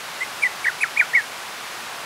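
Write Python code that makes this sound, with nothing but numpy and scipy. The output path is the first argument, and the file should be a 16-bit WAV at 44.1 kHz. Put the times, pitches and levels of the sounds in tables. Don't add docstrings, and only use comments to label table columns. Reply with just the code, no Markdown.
import sys
import numpy as np
from scipy import signal
from scipy.fft import rfft, irfft
from scipy.io import wavfile
from scipy.ndimage import uniform_filter1d

SR = 44100
rng = np.random.default_rng(int(sys.argv[2]) if len(sys.argv) > 2 else 0)


def master_out(mix):
    frames = np.transpose(np.atleast_2d(mix))
    ceiling = np.clip(frames, -1, 1)
    pcm = np.round(ceiling * 32767).astype(np.int16)
    wavfile.write(sys.argv[1], SR, pcm)


N = 90405


def cuckoo(edge_s=.0025, fade_db_per_s=100):
    # time in seconds, pitch in Hz, level in dB ahead of the throat cavity.
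    notes = [
        [(.198, 1740, -40), (.205, 1910, -38), (.209, 1998, -22.5), (.224, 2051, -12), (.231, 2110, -14.5),
         (.237, 2090, -24), (.242, 2000, -28), (.249, 1940, -49)],
        [(.418, 2130, -41), (.421, 2220, -26.5), (.426, 2370, -23), (.431, 2420, -21.5), (.438, 2254, -9.5),
         (.443, 2130, -19), (.448, 2012, -9.5), (.455, 2000, -15), (.467, 1990, -15), (.472, 1880, -24),
         (.48, 1751, -35)],
        [(.639, 2076, -41), (.646, 2290, -22.5), (.65, 2250, -19.5), (.656, 1866, -17), (.662, 1550, -25),
         (.671, 1920, -13), (.677, 2120, -14), (.683, 1924, -12), (.693, 1540, -26), (.702, 1425, -27),
         (.707, 1400, -37)],
        [(.804, 1950, -31), (.812, 2366, -25), (.816, 2505, -23.5), (.821, 2590, -26), (.825, 2535, -18.5),
         (.83, 2400, -26), (.833, 2330, -10.5), (.836, 2060, -10.5), (.843, 1610, -19), (.847, 1436, -24.5),
         (.852, 1330, -31.5), (.864, 1300, -29)],
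        [(.962, 1750, -32), (.968, 2014, -23.5), (.976, 2310, -13.5), (.983, 2503, -23), (.986, 2483, -33),
         (.993, 2455, -21), (.998, 2400, -10.5), (1.004, 2260, -9), (1.012, 1897, -11.5), (1.02, 1502, -23),
         (1.03, 1420, -23), (1.038, 1410, -37)],
        [(1.13, 1650, -38), (1.136, 1804, -23), (1.151, 2183, -9.5), (1.156, 2256, -11.5), (1.169, 2043, -7.5),
         (1.173, 1935, -12), (1.184, 1890, -15.5), (1.201, 1695, -25), (1.213, 1650, -32)],
    ]
    # base level of partials 2 and 4 in dB, base level of partial 3 in dB.
    overtone_bases = [(-39, -56), (-38.5, -51), (-40, -54), (-38, -46.5), (-47, -46), (-48, -56)]
    # multiple of the pitch, offset in dB at 2400 Hz pitch, dB per octave as the beak opens.
    overtones = [(2, -12, 22), (3, 2, 50), (4, 1.5, 27)]
    t, out = np.arange(N) / SR, np.zeros(N)
    for note, base_db in zip(notes, overtone_bases):
        times, hz, db = np.array(note, float).T
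        pitch = smooth(np.interp(t, times, hz), .002)
        phase = 2 * np.pi * np.cumsum(pitch) / SR
        voice = undb(smooth(np.interp(t, times, db), .00062)) * np.sin(phase)
        octaves = np.log2(pitch / 2400)
        fade_db = fade_db_per_s * np.maximum(t - times[0], 0)
        for multiple, offset_db, slope in overtones:
            overtone_db = base_db[multiple % 2] + offset_db + slope * octaves - fade_db
            voice += undb(overtone_db) * np.sin(multiple * phase)
        gate = np.clip(np.minimum(t - times[0], times[-1] - t) / edge_s, 0, 1)
        out += np.sqrt(2) * gate * voice
    return out


def throat_cavity(voice, centre_hz=2065, width_hz=143, depth=.87):
    cavity = signal.iirpeak(centre_hz, centre_hz / width_hz, fs=SR)
    return voice - depth * signal.lfilter(*cavity, voice)


def trees(call, tail_db=-21, t60_s=.3, delay_s=.012):
    lag = np.arange(SR // 2) / SR
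    tail = rng.standard_normal(len(lag)) * undb(-60 * lag / t60_s) * (lag > delay_s)
    tail /= np.sqrt(np.sum(tail ** 2))
    return call + undb(tail_db) * signal.fftconvolve(call, tail)[:N]


def far_hiss(level_db=-33, swell_db=.15, flicker_db=.3):
    # frequency in Hz, relative spectral density in dB of the part both channels share.
    mid_spectrum = [(15, -50), (30, -31), (60, -26.5), (129, -15), (250, -14.5), (380, -11.5), (602, -8.5),
                    (800, -5), (1120, -4.5), (1500, -5), (1970, -7.5), (2350, -8), (3000, -10), (4930, -14),
                    (9200, -20.5), (10200, -20), (10800, -21), (12500, -24), (15700, -30.5)]
    # frequency in Hz, level in dB of the side signal relative to the shared part.
    side_spectrum = [(60, -18), (200, -24), (650, -35), (1000, -54), (5000, -51.5), (9000, -36),
                     (15000, -20)]
    hz = np.fft.rfftfreq(N, 1 / SR)
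    mid_db = on_log(mid_spectrum, hz)
    mid = rfft(rng.standard_normal(N)) * undb(mid_db)
    side = rfft(rng.standard_normal(N)) * undb(mid_db + on_log(side_spectrum, hz))
    gain = undb(level_db) / np.std(irfft(mid, N))
    out, swell = np.zeros((2, N)), wander(6)
    octave = np.clip(np.log2(np.maximum(hz, 1) / 30), 0, 9)
    for band in range(10):
        share = np.clip(1 - abs(octave - band), 0, 1)
        band_mid, band_side = irfft(mid * share, N), irfft(side * share, N)
        drift = undb(swell_db * swell + flicker_db * wander(8.17))
        out += drift * np.array([band_mid + band_side, band_mid - band_side])
    return gain * out


def undb(db):
    return 10 ** (np.asarray(db) / 20)


def on_log(table, hz):
    rows = np.array(table, float)
    return np.interp(np.log(np.maximum(hz, 1)), np.log(rows[:, 0]), rows[:, 1])


def wander(rate_hz):
    hold = int(SR / rate_hz)
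    steps = np.repeat(rng.standard_normal(N // hold + 1), hold)
    return 1.3 * smooth(steps, 1 / rate_hz)[:N]


def smooth(x, seconds):
    width = max(int(seconds * SR), 1)
    return uniform_filter1d(uniform_filter1d(x, width), width)


def scene():
    return trees(throat_cavity(cuckoo())) + far_hiss()


def record(dry, cutoff_hz=15720):
    return signal.sosfilt(signal.ellip(14, .2, 80, cutoff_hz, fs=SR, output="sos"), dry)


dry = scene()
out = record(dry)
master_out(out)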